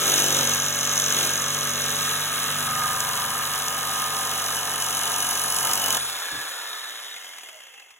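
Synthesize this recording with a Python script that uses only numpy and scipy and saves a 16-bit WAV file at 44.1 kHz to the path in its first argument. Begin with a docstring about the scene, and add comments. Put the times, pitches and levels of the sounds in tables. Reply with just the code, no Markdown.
"""Close to the microphone a jigsaw squeals and rasps through a steel bracket screwed to a bench in a small workshop.
About 47 times a second the blade bites, the drive knocks and the bench hums; now and then a tooth snags.
At six seconds the cut is through: the saw is switched off, bumps as it is lifted and rattles down to single clacks.
Noise through resonances makes steel, housing and bench; sines locked to the stroke make the hum and the buzz."""
import sys
import numpy as np
from scipy import signal
from scipy.fft import rfft, irfft, next_fast_len
from scipy.io import wavfile

SR = 44100
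rng = np.random.default_rng(int(sys.argv[2]) if len(sys.argv) > 2 else 0)


def to_wav(sig):
    """Store sig (one row per channel, or 1-D mono) as 16-bit WAV at the path in sys.argv[1].

    Samples outside -1..1 are clipped; the rate is SR.
    """
    pcm = np.clip(np.atleast_2d(sig), -1, 1) * 32767
    pcm = np.round(pcm).astype(np.int16)
    wavfile.write(sys.argv[1], SR, pcm.T)  # frames by channels


N = 352359
TIME = np.arange(N) / SR

# Blade speed under power. Each row: time in seconds, speed in strokes per second.
POWERED_SPEED = [(0.0, 49.75), (0.4, 47.27), (0.9, 47.75), (1.4, 47.37), (2.0, 47.71), (2.3, 49.1),
                 (2.8, 47.57), (3.2, 46.67), (3.55, 47.69), (4.9, 47.2), (5.3, 46.87), (5.75, 47.58),
                 (5.95, 45.66)]
# Once switched off, friction slows the drive evenly.
CUT_ENDS_S, SWITCH_OFF_S, BRAKING_HZ_PER_S = 5.98, 6.1, 19.72

# The hand leans on the saw. 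Each row: start in seconds, end in seconds, force (about 0-1).
PUSHES = [(0.002, 0.478, 0.78), (1.14, 1.293, 0.59), (5.64, 5.987, 0.57)]
PUSH_EASE_S = 0.15
# Just before the tilt the weight comes off the bench top and it buzzes less.
LIFT_S, LIFT_DB = 2.0, -7
# About then the slot widens, over this time.
SLOT_WIDENS_S = 0.4
# Midway the saw tilts, so that its shoe no longer lies flat; the shoe hops at first, then settles.
TILT_S, TILT_TAKES_S = 2.63, 0.26
HOP_STARTS_S, HOP_RISE_S = 2.64, 0.1
HOP_SETTLES_S, HOP_FADE_S = 3.2, 1
# Deep in the cut the shoe's chatter moves to lower orders and the bracket clangs more.
DEEP_S, DEEP_TAKES_S, DEEP_CLANG_DB = 4.34, 0.51, 5
# Towards the end the thinning bracket works loose.
LOOSE_S, LOOSENING_TAKES_S = 5.3, 0.53
FEED_WANDER_DB = .6  # the hand feeds the saw unevenly

# Loudness of each part in the cut. Each one: plain level in dB, then the dB added by a full push,
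# by the tilt and by the loose bracket.
RASP_LEVEL = (-32, 8, 1, 4)
RING_LEVEL = (-33, 5.5, -3, -1.5)
CLANG_LEVEL = (-51, 12, 6.5, 0)
KNOCK_LEVEL = (-35.5, 3, -0.2, -0.5)
SHOE_LEVEL = (-46, 7.5, 5.5, -0.5)
BENCH_LEVEL = (-45.5, 8, -1, 0)
# The same four columns for the bench's upper orders, against the low ones.
UPPER_LEVEL = (-4.5, -2.5, -1.5, -2)

# Squeal of the blade, strongest while it runs tight in the fresh slot. Each row: time in seconds, level in dB.
SQUEAL_LEVEL = [(0, -26.5), (.25, -23.5), (.55, -27.5), (1.05, -26.5), (1.9, -31), (2.25, -37.5),
                (3.4, -40.5), (4.3, -38), (4.65, -36.5), (5.55, -35.5), (5.9, -34.5)]
# Rough screech and clean chirp against the squeal. Each one: dB in the tight slot, dB added once it has widened.
SCREECH_LEVEL = (-2, 4.5)
CHIRP_LEVEL = (-4.5, 0.5)
# Pitch of the chirp, its scatter from bite to bite and its wobble within one.
CHIRP_HZ, CHIRP_SCATTER_HZ, CHIRP_WOBBLE_HZ = 6400, 70, 130
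CHIRP_PLACE, CHIRP_WIDTH = .155, .047  # shares of a stroke
TOOTH_SLIP_SAMPLES = 7  # play of the blade from stroke to stroke
# Hiss of the teeth dragging back through the slot. Each row: time in seconds, level in dB.
DRAG_LEVEL = [(0, -32), (1.0, -35), (2.2, -35), (3.2, -34), (4.0, -37), (5.9, -37)]
# Contacts within one stroke. Each row: place in the stroke (0-1), relative level in dB.
KNOCKS = [(0.172, -3.5), (0.314, -5), (0.387, -2.5), (0.463, -1.5), (0.772, -1.5)]
# Teeth that snag. Each row: start in seconds, relative level in dB.
SNAGS = [(0.0956, -14), (0.177, -9), (0.9562, -13), (0.998, -5), (1.3563, -16), (3.0035, -8), (3.6815, -10),
         (4.1649, -19), (4.8213, -10), (4.9057, -14), (5.1597, -15), (5.3078, -12), (5.5625, -7),
         (5.7334, -4.5), (5.8591, -16), (5.9249, -10)]
# The nearly severed piece sings, lower as its last bridge of steel thins.
# Each row: time in seconds, pitch in Hz, level in dB.
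OFFCUT = [(3.8, 10880, -39.5), (5.5, 10080, -27), (5.97, 9500, -34), (6.04, 8900, -25), (6.45, 9000, -100)]

# Resonances of blade, bracket, drive housing, shoe, bench, the bracket's clang and the bench thud.
# Each row: frequency in Hz, width in Hz, relative level in dB.
BLADE_MODES = [(5730, 560, -7.5), (6420, 110, -0.5), (6880, 300, -10.5), (7460, 170, -6.5)]
BRACKET_MODES = [(2400, 2100, -3.5), (3039, 130, 10), (3087, 380, 5.5), (3930, 420, 6.5)]
HOUSING_MODES = [(1195, 355, 3), (1352, 205, 9.5), (1374, 154, 5), (1578, 160, 1), (1800, 88, -1),
                 (2096, 210, -9)]
SHOE_MODES = [(689, 61, -1.5), (787, 24, 6), (922, 45, 5), (1002, 80, -0.5), (1102, 63, 2.5)]
BENCH_MODES = [(163, 92, -0.5), (336, 114, -3), (445, 103, 0.5), (632, 145, -4)]
CLANG_MODES = [(2960, 84, 0)]
THUD_MODES = [(50.6, 17, -3), (127, 40, -3), (200, 90, -7), (305, 49, 0)]

# Spectra of the cutting rasp, the dragging teeth, the gears at full and at low speed, the fan's air and the clacks.
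# Each row: frequency in Hz, relative density in dB per Hz.
RASP_SPECTRUM = [(1200, -22), (2400, -7), (4000, -2), (5600, -1.5), (8000, -.5), (9000, 0), (10000, 1.5),
                 (11000, 1.5), (12200, -1.5), (14000, -2.5), (15800, -6)]
DRAG_SPECTRUM = [(3000, -20), (6500, -4), (10500, 0), (12500, -4), (15800, -10)]
FAST_GEAR_SPECTRUM = [(60, -27), (200, -25.5), (400, -9.5), (750, -4.5), (1300, 0.5), (1500, 1.5),
                      (1720, -8.5), (2000, -8), (2400, -6), (3000, -7), (3500, 2.5), (4200, -3.5),
                      (6000, -86), (14000, -45)]
SLOW_GEAR_SPECTRUM = [(100, -26), (300, -13.5), (550, -2.5), (1200, -1), (1700, 1), (2130, 3), (2450, -6),
                      (2950, 5), (3500, 6), (4100, -49), (6000, -1), (14000, -30)]
AIR_SPECTRUM = [(1500, -20), (4000, -3), (5000, -.5), (6200, 0), (7000, 2.5), (7700, -3), (9000, -2),
                (11000, -.5), (12300, -5), (15800, -10)]
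CLACK_SPECTRUM = [(150, -30), (500, -9), (1700, 1), (3200, 1), (4500, -5), (7000, -4), (11000, -8),
                  (15800, -22)]

# The bench top buzzes as the saw is pressed on it. Each row: multiple of the stroke rate, plain level in dB,
# dB added by a full push, dB added by the tilt.
BUZZ_ORDERS = [(6, -61, 16, -7), (7, -56, 14, -4), (8, -55, 17, -14), (9, -57, -3, -2), (10, -52, 11, -8),
               (11, -52, 9, -4), (12, -46.5, 4, -6), (13, -49.5, 2, -6)]
# The shoe chatters on the bracket in step with the stroke. Each row: multiple of the stroke rate,
# level in dB lying flat, in dB tilted, in dB deep in the cut, dB added by a full push.
SHOE_ORDERS = [(14, -53, -54.5, -50, 3), (15, -54, -58, -48.5, 3), (16, -58, -49, -50, -2),
               (18, -53, -57, -55, -5), (19, -59, -66, -51, 13), (20, -61, -66, -61, 14),
               (21, -55, -44.5, -47.5, -10), (22, -52, -44.5, -46, -8), (23, -49, -48.5, -48, 0),
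               (24, -46.5, -44.5, -51, -10), (25, -48.5, -53, -60, -8), (27, -48, -48.5, -49, 1),
               (28, -58, -52, -47, 5), (30, -52, -52, -56, 7), (31, -52, -57, -58, 0),
               (32, -53, -66, -66, -5), (34, -47.5, -63, -63, 0), (35, -48, -58, -64, -10),
               (36, -58, -52, -52, -5), (37, -53, -49, -56, 0), (38, -54, -66, -52, -5),
               (39, -54, -52, -53, 0), (46, -53, -66, -64, -8)]
BUZZ_PLACE, CHATTER_PLACE = .14, .41  # where in the stroke (0-1) bench top and shoe are struck
# The motor's strongest tone under load, at this multiple of the stroke rate.
MOTOR_ORDER = 26
# Its level. Each row: time in seconds, level in dB.
MOTOR_LEVEL = [(0, -36), (.14, -40), (.4, -58), (1.0, -51), (2.1, -44), (2.35, -39.5), (3.15, -35.5),
               (3.4, -41), (3.85, -38), (4.35, -40), (4.7, -47.5), (5.15, -39.5), (5.9, -49)]
# Side tones around it while the saw is rocked over. 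Each row: multiple of the stroke rate, level in dB.
ROCKING_ORDERS = [(24, -43), (27, -38)]
ROCKING_S, ROCKING_SPREAD_S = 2.64, 0.13
# Side tones while the shoe hops. Each row: multiple of the stroke rate, level in dB.
HOP_SIDE_ORDERS = [(25.5, -43), (26.5, -51)]
TONE_WANDER_DB, TONE_ROUGH_RAD = 2.0, .24
TONE_SCATTER = .72  # range of the orders' random phases, in turns

# Shaking of the bench. Each row: time in seconds, level in dB.
HUM_LEVEL = [(0.0, -45.5), (0.42, -38.5), (0.68, -44), (2.02, -43.5), (2.35, -49), (2.61, -41.5),
             (2.98, -48), (5.46, -53), (5.99, -51), (6.02, -48), (6.25, -68)]
# The bench's low orders, against its shaking. Each row: multiple of the stroke rate, relative level in dB.
HUM_ORDERS = [(2, -12), (3, 0)]
# Its upper orders. Each row: multiple of the stroke rate, relative level in dB.
UPPER_ORDERS = [(4, -9.5), (5, 2.5)]
# The saw's own sway, even all through the cut. 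Each row: multiple of the stroke rate, level in dB.
SWAY_ORDERS = [(1, -63), (2, -58.5)]
SWAY_FADE_S = 6.1  # the saw leaves the bench and the hum fades
# The shoe hops on every second stroke. Each row: multiple of the stroke rate, relative level in dB.
HOP_ORDERS = [(1.5, -10), (2.5, -2), (3.5, -5), (4.5, -6)]
HOP_DB, HOP_KNOCK_DB = -46.5, 4  # gain of its half orders; extra knocking while it hops
HOP_LIMP = 0.19  # share by which every second stroke is harder while it hops

# The free-running gears and fan. Each one: level in dB at full speed, power of the speed that the amplitude follows.
GEAR_LAW = (-33.5, 1.68)
AIR_LAW = (-32.5, 2.1)
# The slack of the drive closes four times a stroke. Each row: place in the stroke (0-1), strength.
SLACK = [(.17, .6), (.42, 1.0), (.67, .6), (.92, 1.0)]
# The rattle changes colour between these speeds, in strokes per second.
SLOW_RATTLE_HZ, FAST_RATTLE_HZ = 22.6, 33.24
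# Whine of the meshing gears as they run down, swelling where it meets a resonance of the case.
# Each row: time in seconds, pitch in Hz, relative level in dB.
WHINE = [(6.12, 1860, -60), (6.22, 1780, -41), (6.35, 1660, -45), (6.48, 1530, -49), (6.6, 1410, -46),
         (6.75, 1270, -42), (6.85, 1160, -59), (7.0, 1020, -60), (7.38, 730, -74), (7.46, 670, -62),
         (7.55, 635, -51), (7.64, 575, -69), (7.75, 480, -63), (7.82, 440, -81)]
# Resonances of the case, each rattled hardest around one speed. Each row: frequency in Hz, width in Hz,
# level in dB at its best speed, that speed in strokes per second, spread in strokes per second.
CASE_MODES = [(1700, 83, -40, 41, 4.4), (1760, 62, -42, 32.4, 5.1), (3530, 60, -46, 43, 2.7),
              (3760, 77, -41.5, 31.3, 5.6), (3410, 44, -51, 28, 4.8), (2080, 65, -54, 27, 11.4),
              (2880, 130, -53, 16.2, 3.2), (2680, 100, -55, 12.5, 2.3), (805, 35, -62, 11.7, 1)]
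# At low speed the slack closes with single clacks. Each row: start in seconds, relative level in dB.
CLACKS = [(7.1612, -27), (7.243, -28), (7.3333, -31), (7.3822, -28), (7.4316, -31), (7.4865, -30),
          (7.5408, -41), (7.6017, -38), (7.6655, -43), (7.7369, -39), (7.7957, -34), (7.904, -36)]
# The shoe bumps the bench. Each row: start in seconds, relative level in dB.
BUMPS = [(6.313, -34.5), (6.36, -43)]

# Colour of the workshop's reflections. Each row: frequency in Hz, relative level in dB.
ROOM_COLOUR = [(100, -8), (300, 1), (600, 3), (1100, -2), (1600, -2), (2800, 0), (4300, -12), (9000, -13),
               (15800, -12)]
# Spectrum of the quiet room. Each row: frequency in Hz, relative density in dB per Hz.
QUIET_SPECTRUM = [(30, -2), (100, 11), (200, -3), (1000, -12), (8000, -28)]
QUIET_DB = -84
# Phase by which the left microphone port leads the right. Each row: frequency in Hz, lead in half turns.
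PORT_LEAD = [(0, 0), (2100, 0), (4700, 1), (6850, 2), (8950, 3), (11100, 4), (13100, 5), (15300, 6),
             (22050, 9)]
CUTOFF_HZ = 15800


def cutting(turns):
    """Teeth bite on the pull and drag on the return; the knocks shake housing, shoe and bench."""
    blows = knocks(turns, jitter_s=.0006, uneven_db=1.6)
    limp = 1 + HOP_LIMP * hopping() * np.cos(np.pi * turns)
    feed = from_db(FEED_WANDER_DB * drift(11))
    sound = limp * cut_steel(turns) + struck_body(turns, blows)
    return feed * sound * (1 - ease(CUT_ENDS_S, takes_s=0.0043))


def cut_steel(turns):
    """Blade and bracket: grit of the teeth heard as rasp, drag hiss, squeal, ring and clang."""
    # near the end the loose bracket gives way on the return, so the pulls stand out
    grip = np.interp(TIME, [5.4, 5.7], [1, .6])
    pull = window(turns, place=0.13, width=0.1, uneven_db=1.3, lean=.45)
    back = window(turns, place=0.88, width=0.33, uneven_db=3.5) * grip
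    rasp = rms_one(colour(grit(grain_db=2.1) * (.7 * grip + pull + .25 * back), RASP_SPECTRUM))
    dragging = window(turns, place=.66, width=.13, uneven_db=2, lean=.35)
    drag = rms_one(colour(grit(grain_db=2) * dragging, DRAG_SPECTRUM))
    # the bracket flexes just after the bite
    flex = window(turns, place=.17, width=.14, uneven_db=1.3, lean=.5)
    scrape = tooth_grit(turns, grain_db=2, alike=.42) * (.85 * grip + .7 * flex + .1 * back)
    ring = rms_one(resonate(scrape, BRACKET_MODES))
    clang = rms_one(resonate(grit(grain_db=2) * (.5 + pull + back), CLANG_MODES))
    clang_db = part_level(CLANG_LEVEL) + DEEP_CLANG_DB * ease(DEEP_S, DEEP_TAKES_S)
    steel = from_db(part_level(RASP_LEVEL)) * rasp + from_db(in_time(DRAG_LEVEL)[0]) * drag
    steel = steel + from_db(part_level(RING_LEVEL)) * ring + from_db(clang_db) * clang
    return steel + from_db(in_time(SQUEAL_LEVEL)[0]) * squealing(turns, back)


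def squealing(turns, back):
    """Each bite rings the blade's resonances as a rough screech, with a clean chirp on top."""
    bite = window(turns, place=.125, width=.047, uneven_db=.9, lean=.5)
    screech = rms_one(resonate(grit(grain_db=1.0) * (0.62 + bite + 0.24 * back), BLADE_MODES))
    # the blade's free length changes, so its pitch shifts from bite to bite
    screech = np.interp(TIME + .00016 * drift(45), TIME, screech)
    wide = ease(LIFT_S, SLOT_WIDENS_S)
    screech_db = SCREECH_LEVEL[0] + SCREECH_LEVEL[1] * wide
    chirp_db = CHIRP_LEVEL[0] + CHIRP_LEVEL[1] * wide
    return from_db(screech_db) * screech + from_db(chirp_db) * chirps(turns)


def chirps(turns):
    """On each bite the blade sticks and slips: a clean chirp of a few milliseconds, at a slightly new pitch."""
    stroke = turns.astype(int)
    sharp, late = rng.standard_normal((2, 1024))[:, stroke]
    hz = CHIRP_HZ + CHIRP_SCATTER_HZ * sharp + CHIRP_WOBBLE_HZ * drift(1100)
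    swell = window(turns + .008 * late, place=CHIRP_PLACE, width=CHIRP_WIDTH, uneven_db=1.2, lean=.2)
    return rms_one(swell * from_db(2 * drift(900)) * np.sin(2 * np.pi * np.cumsum(hz) / SR))


def struck_body(turns, blows):
    """The knocks and a floor of grit ring the resonances of housing, shoe and bench."""
    # the housing rattles hardest mid-stroke
    chatter = .3 + window(turns, place=.35, width=.08, uneven_db=2, lean=.3)
    shaken = blows + chatter * tooth_grit(turns, grain_db=1.5, alike=.5)
    housing = rms_one(band(resonate(shaken, HOUSING_MODES), 1050, 3200))
    shoe = rms_one(band(resonate(blows + .55 * grit(grain_db=1.5), SHOE_MODES), 640, 1350))
    bench_drive = band(blows, 320, 3000) + 1.1 * grit(grain_db=1.5)
    bench = rms_one(band(resonate(bench_drive, BENCH_MODES), 110, 720))
    housing_db = part_level(KNOCK_LEVEL) + HOP_KNOCK_DB * hopping()
    body = from_db(housing_db) * housing + from_db(part_level(SHOE_LEVEL)) * shoe
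    return body + from_db(part_level(BENCH_LEVEL)) * bench


def knocks(turns, jitter_s, uneven_db):
    """Clicks where the slack in drive and shoe is taken up, at the same places in every stroke."""
    out = np.zeros(N)
    strokes = np.arange(1, int(turns[-1]))
    for place, db in KNOCKS:
        late, loud = rng.standard_normal((2, 1024))[:, strokes]
        at = (np.interp(strokes + place, turns, TIME) + jitter_s * late) * SR
        out[np.clip(at.astype(int), 0, N - 1)] += from_db(db + uneven_db * loud)
    return rms_one(out)


def tooth_grit(turns, grain_db, alike):
    """The same teeth pass the edge in the same order on every stroke, so a share of their grit repeats."""
    starts = np.searchsorted(turns, np.arange(int(turns[-1]) + 1))
    slip = rng.integers(0, TOOTH_SLIP_SAMPLES, 1024)[:len(starts)]
    since_start = np.arange(N) - (starts - slip)[turns.astype(int)]
    repeated = grit(grain_db)[since_start]
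    share = np.clip(alike, 0, 1)
    return np.sqrt(share) * rms_one(repeated) + np.sqrt(1 - share) * grit(grain_db)


def snags():
    """A caught tooth tears free: a short screech of the blade with a bright crack."""
    screech = rms_one(resonate(grit(grain_db=2), BLADE_MODES))
    crack = rms_one(colour(grit(grain_db=2), RASP_SPECTRUM))
    return from_db(-6) * (screech + crack) * bursts(SNAGS, rise_s=.001, decay_s=.0024)


def offcut(turns):
    """Each pull of the blade feeds a thin ring that lingers just after the cut is through."""
    hz, db = in_time(OFFCUT)
    rubbed = np.interp(TIME, [CUT_ENDS_S - .03, CUT_ENDS_S], [1, .1])
    pulls = 1 + rubbed * (window(turns, place=.16, width=.12, uneven_db=2, lean=.4) * 1.3 - .6)
    wobble_hz = 380 * rubbed * drift(900)
    tone = np.sin(2 * np.pi * np.cumsum(hz + wobble_hz) / SR)
    return from_db(db + 0.96 * rubbed * drift(90)) * pulls * tone


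def buzz(turns):
    """Higher orders in bench top, shoe and motor, for as long as the blade is in the steel."""
    push, tilt, deep = pushing(), ease(TILT_S, TILT_TAKES_S), ease(DEEP_S, DEEP_TAKES_S)
    lifted_db = LIFT_DB * ease(LIFT_S, PUSH_EASE_S) * (1 - tilt)
    sound = rough_tone(turns, MOTOR_ORDER, in_time(MOTOR_LEVEL)[0], CHATTER_PLACE)
    for multiple, plain_db, push_db, tilt_db in BUZZ_ORDERS:
        db = plain_db + push_db * push + tilt_db * tilt + lifted_db
        sound = sound + rough_tone(turns, multiple, db, BUZZ_PLACE)
    for multiple, flat_db, tilted_db, deep_db, push_db in SHOE_ORDERS:
        db = flat_db + (tilted_db - flat_db) * tilt + (deep_db - tilted_db) * deep + push_db * push
        sound = sound + rough_tone(turns, multiple, db, CHATTER_PLACE)
    rocking = np.exp(-.5 * ((TIME - ROCKING_S) / ROCKING_SPREAD_S) ** 2)
    sound = sound + rocking * orders(turns, ROCKING_ORDERS, waver_db=1.0)
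    sound = sound + hopping() * orders(turns, HOP_SIDE_ORDERS, waver_db=1.0)
    return sound * (1 - ease(CUT_ENDS_S, takes_s=0.022))


def bench_hum(turns):
    """The reciprocating mass sways the saw and shakes the bench; a hopping shoe adds half orders."""
    low = orders(turns, HUM_ORDERS, waver_db=1.0)
    upper = from_db(part_level(UPPER_LEVEL)) * orders(turns, UPPER_ORDERS, waver_db=1.0)
    shaking = from_db(in_time(HUM_LEVEL)[0]) * (low + upper)
    sway = orders(turns, SWAY_ORDERS, waver_db=1.0)
    hop = from_db(HOP_DB) * hopping() * orders(turns, HOP_ORDERS, waver_db=1.0)
    return (shaking + sway) * (1 - ease(SWAY_FADE_S, takes_s=0.34)) + hop


def running_out(turns, speed):
    """Unloaded gears rattle as their slack closes, the fan hisses and the whines of gear and motor sink."""
    slack = sum(strength * window(turns, place, width=.055, uneven_db=2.5, lean=.6) for place, strength in SLACK)
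    rattle = .95 + slack
    slow = np.interp(speed, [SLOW_RATTLE_HZ, FAST_RATTLE_HZ], [1, 0])
    fast_gears = rms_one(colour(grit(grain_db=1.5) * rattle, FAST_GEAR_SPECTRUM))
    slow_gears = rms_one(colour(grit(grain_db=1.5) * rattle, SLOW_GEAR_SPECTRUM))
    gears = np.sqrt(1 - slow) * fast_gears + np.sqrt(slow) * slow_gears
    air = rms_one(colour(grit(grain_db=3.5) * (3.8 + slack), AIR_SPECTRUM))
    # the motor's brushes whine at 390 times the stroke rate
    brushes = from_db(-19 + 3 * drift(12)) * np.sin(2 * np.pi * 390 * turns + 1.5 * drift(400))
    free = from_db(speed_level(GEAR_LAW, speed)) * gears
    free = free + from_db(speed_level(AIR_LAW, speed)) * (air + brushes)
    free = free + case_rings(rattle, speed) + gear_whine()
    return free * np.interp(TIME, [5.7, 5.98], [0, 1])  # comes up over the last of the cut


def case_rings(rattle, speed):
    """The rattle wakes one resonance of the case after another as it slows."""
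    out = 0
    for hz, width, db, best, spread in CASE_MODES:
        awake = np.exp(-.5 * ((speed - best) / spread) ** 2)
        out = out + from_db(db) * awake * rms_one(resonate(grit(grain_db=1) * rattle, [(hz, width, 0)]))
    return out


def gear_whine():
    """A wavering tone of the meshing gears sinks, and steadies, as the saw runs down."""
    hz, db = in_time(WHINE)
    waver = hz / WHINE[0][1]
    phase = 2 * np.pi * np.cumsum(hz) / SR + 1.3 * waver * drift(90)
    return np.sqrt(2) * from_db(db - 2 + 4 * waver * drift(70)) * np.sin(phase)


def clacks():
    """Each clack is a short burst of tiny contacts in the drive."""
    contacts = rms_one(colour(grit(grain_db=2), CLACK_SPECTRUM))
    return from_db(-4.5) * contacts * bursts(CLACKS, rise_s=.0015, decay_s=.007)


def bump():
    """The lifted saw thuds against the bench: noise through low resonances in short swells."""
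    thud = rms_one(band(resonate(rng.standard_normal(N), THUD_MODES), 38, 460))
    return from_db(-4.5) * thud * bursts(BUMPS, rise_s=.008, decay_s=0.037)


def workshop(x, t60_s, common_db, apart_db):
    """Dense reflections from bench and walls, different at each microphone port."""
    age = TIME[:SR // 2]
    tail = rng.standard_normal((2, len(age))) * from_db(-60 * age / t60_s) * (age > .002)
    tail = colour(tail / np.sqrt(np.sum(tail ** 2) / 2), ROOM_COLOUR)
    common, apart = signal.fftconvolve(x[None], tail, axes=1)[:, :N]
    return from_db(common_db) * common + from_db(apart_db) * apart * np.array([[1], [-1]])


def quiet_room():
    """Faint dull background noise, independent in each channel."""
    return from_db(QUIET_DB) * rms_one(colour(rng.standard_normal((2, N)), QUIET_SPECTRUM))


def ports(x):
    """The treble reaches the left port earlier than the right."""
    size = next_fast_len(N + 4096)
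    lead = np.pi * np.interp(np.fft.rfftfreq(size, 1 / SR), *np.transpose(PORT_LEAD))
    shift = np.exp(1j * lead * np.array([[.5], [-.5]]))  # half forward at the left, half back at the right
    return irfft(rfft(x, size) * shift, size)[:, :N]


def pushing():
    """How hard the hand leans on the saw, 0-1."""
    return sum(force * (ease(start, PUSH_EASE_S) - ease(end, PUSH_EASE_S)) for start, end, force in PUSHES)


def hopping():
    """How hard the shoe hops, 0-1: it starts as the saw tilts and dies away."""
    return ease(HOP_STARTS_S, HOP_RISE_S) * (1 - ease(HOP_SETTLES_S, HOP_FADE_S))


def part_level(law):
    """Level in dB of one part, from the push of the hand, the tilt of the saw and the looseness of the bracket."""
    plain_db, push_db, tilt_db, loose_db = law
    held_db = plain_db + push_db * pushing() + tilt_db * ease(TILT_S, TILT_TAKES_S)
    return held_db + loose_db * ease(LOOSE_S, LOOSENING_TAKES_S)


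def speed_level(law, speed):
    """Level in dB of a free-running part, sinking with the speed."""
    full_db, power = law
    return full_db + power * 20 * np.log10(speed / POWERED_SPEED[-1][1])


def orders(turns, table, waver_db):
    """Sines locked to the stroke at whole and half multiples, their phases scattered."""
    out = 0
    for multiple, db in table:
        halves = round(2 * multiple)
        phase = 2 * np.pi * (halves / 2 * turns + np.sqrt(2) * halves ** 2)
        out = out + np.sqrt(2) * from_db(db + waver_db * drift(14)) * np.sin(phase)
    return out


def rough_tone(turns, multiple, db, place):
    """One order of a knock at a place in the stroke; it wanders in level and trembles in phase."""
    cycles = round(multiple) * (turns - place) + TONE_SCATTER * rng.random()
    phase = 2 * np.pi * cycles + TONE_ROUGH_RAD * drift(60)
    return np.sqrt(2) * from_db(db + TONE_WANDER_DB * drift(7)) * np.sin(phase)


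def window(turns, place, width, uneven_db, lean=0):
    """A swell at one place in every stroke, each with its own strength; leaning makes it rise faster than it falls."""
    stroke = np.floor(turns - place + .5)
    strength = from_db(uneven_db * np.clip(rng.standard_normal(1024), -2, 2))[stroke.astype(int)]
    past = turns - place - stroke
    side_width = width * (1 + np.clip(lean, 0, .9) * np.sign(past))
    return strength * np.exp(-.5 * (past / side_width) ** 2)


def bursts(events, rise_s, decay_s):
    """Envelope that swells and dies at each event."""
    out = np.zeros(N)
    for s, db in events:
        at = max(int(s * SR), 0)
        age = TIME[:min(N - at, SR // 4)]
        out[at:at + len(age)] += from_db(db) * (1 - np.exp(-age / rise_s)) * np.exp(-age / decay_s)
    return out


def grit(grain_db):
    """Noise made of tiny contacts of uneven size, 16 samples each."""
    size_db = grain_db * np.repeat(rng.standard_normal(N // 16 + 1), 16)[:N]
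    return rms_one(rng.standard_normal(N) * from_db(size_db))


def resonate(x, modes):
    """Parallel resonances with alternating signs."""
    out = 0
    for k, (hz, width, db) in enumerate(modes):
        r = np.exp(-np.pi * width / SR)
        poles = [1, -2 * r * np.cos(2 * np.pi * hz / SR), r * r]
        gain = (-1) ** k * from_db(db) * (1 - r * r) / 2
        out = out + gain * signal.lfilter([1, 0, -1], poles, x + 1e-18)
    return out


def colour(x, spectrum):
    """Shape a sound by a spectrum on a log-frequency axis, falling away below its first row."""
    size = next_fast_len(x.shape[-1] + 4096)
    hz, db = np.transpose(spectrum)
    f = np.maximum(np.fft.rfftfreq(size, 1 / SR), 1)
    gain = from_db(np.interp(np.log(f), np.log(hz), db)) * np.minimum(f / hz[0], 1) ** 2
    return irfft(rfft(x, size) * gain, size)[..., :x.shape[-1]]


def band(x, low_hz, high_hz):
    """Band-pass."""
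    sos = signal.butter(2, [low_hz, min(high_hz, .45 * SR)], "band", fs=SR, output="sos")
    return signal.sosfilt(sos, x)


def drift(rate):
    """Chance wander with spread 1, taking a new value this many times a second."""
    knots = rng.standard_normal(8192)
    return rms_one(np.interp(TIME * rate, np.arange(len(knots)), knots))


def ease(at_s, takes_s):
    """A straight rise from 0 to 1, centred on a moment."""
    return np.clip((TIME - at_s) / takes_s + .5, 0, 1)


def in_time(rows):
    """Each column of a curve table at every sample."""
    s, *columns = np.transpose(rows)
    return [np.interp(TIME, s, c) for c in columns]


def rms_one(x):
    """Scale to unit power."""
    return x / np.sqrt(np.mean(x ** 2) + 1e-20)


def from_db(db):
    """Decibels to gain."""
    return 10 ** (np.asarray(db) / 20)


def scene():
    """One stroke count drives every part of the saw; the workshop answers and the quiet room lies beneath."""
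    speed = in_time(POWERED_SPEED)[0] - BRAKING_HZ_PER_S * np.maximum(TIME - SWITCH_OFF_S, 0)
    turns = np.cumsum(speed) / SR + .25
    saw = cutting(turns) + snags() + offcut(turns) + running_out(turns, speed) + clacks() + bump()
    tones = buzz(turns)
    direct = ports(saw + tones + bench_hum(turns))
    reflected = workshop(saw + .55 * tones, t60_s=.16, common_db=-11, apart_db=-6.5)
    return direct + reflected + quiet_room()


def record(dry):
    """A steep low-pass cuts the top."""
    return signal.sosfilt(signal.ellip(10, .1, 80, CUTOFF_HZ, fs=SR, output="sos"), dry)


dry = scene()
out = record(dry)
to_wav(out)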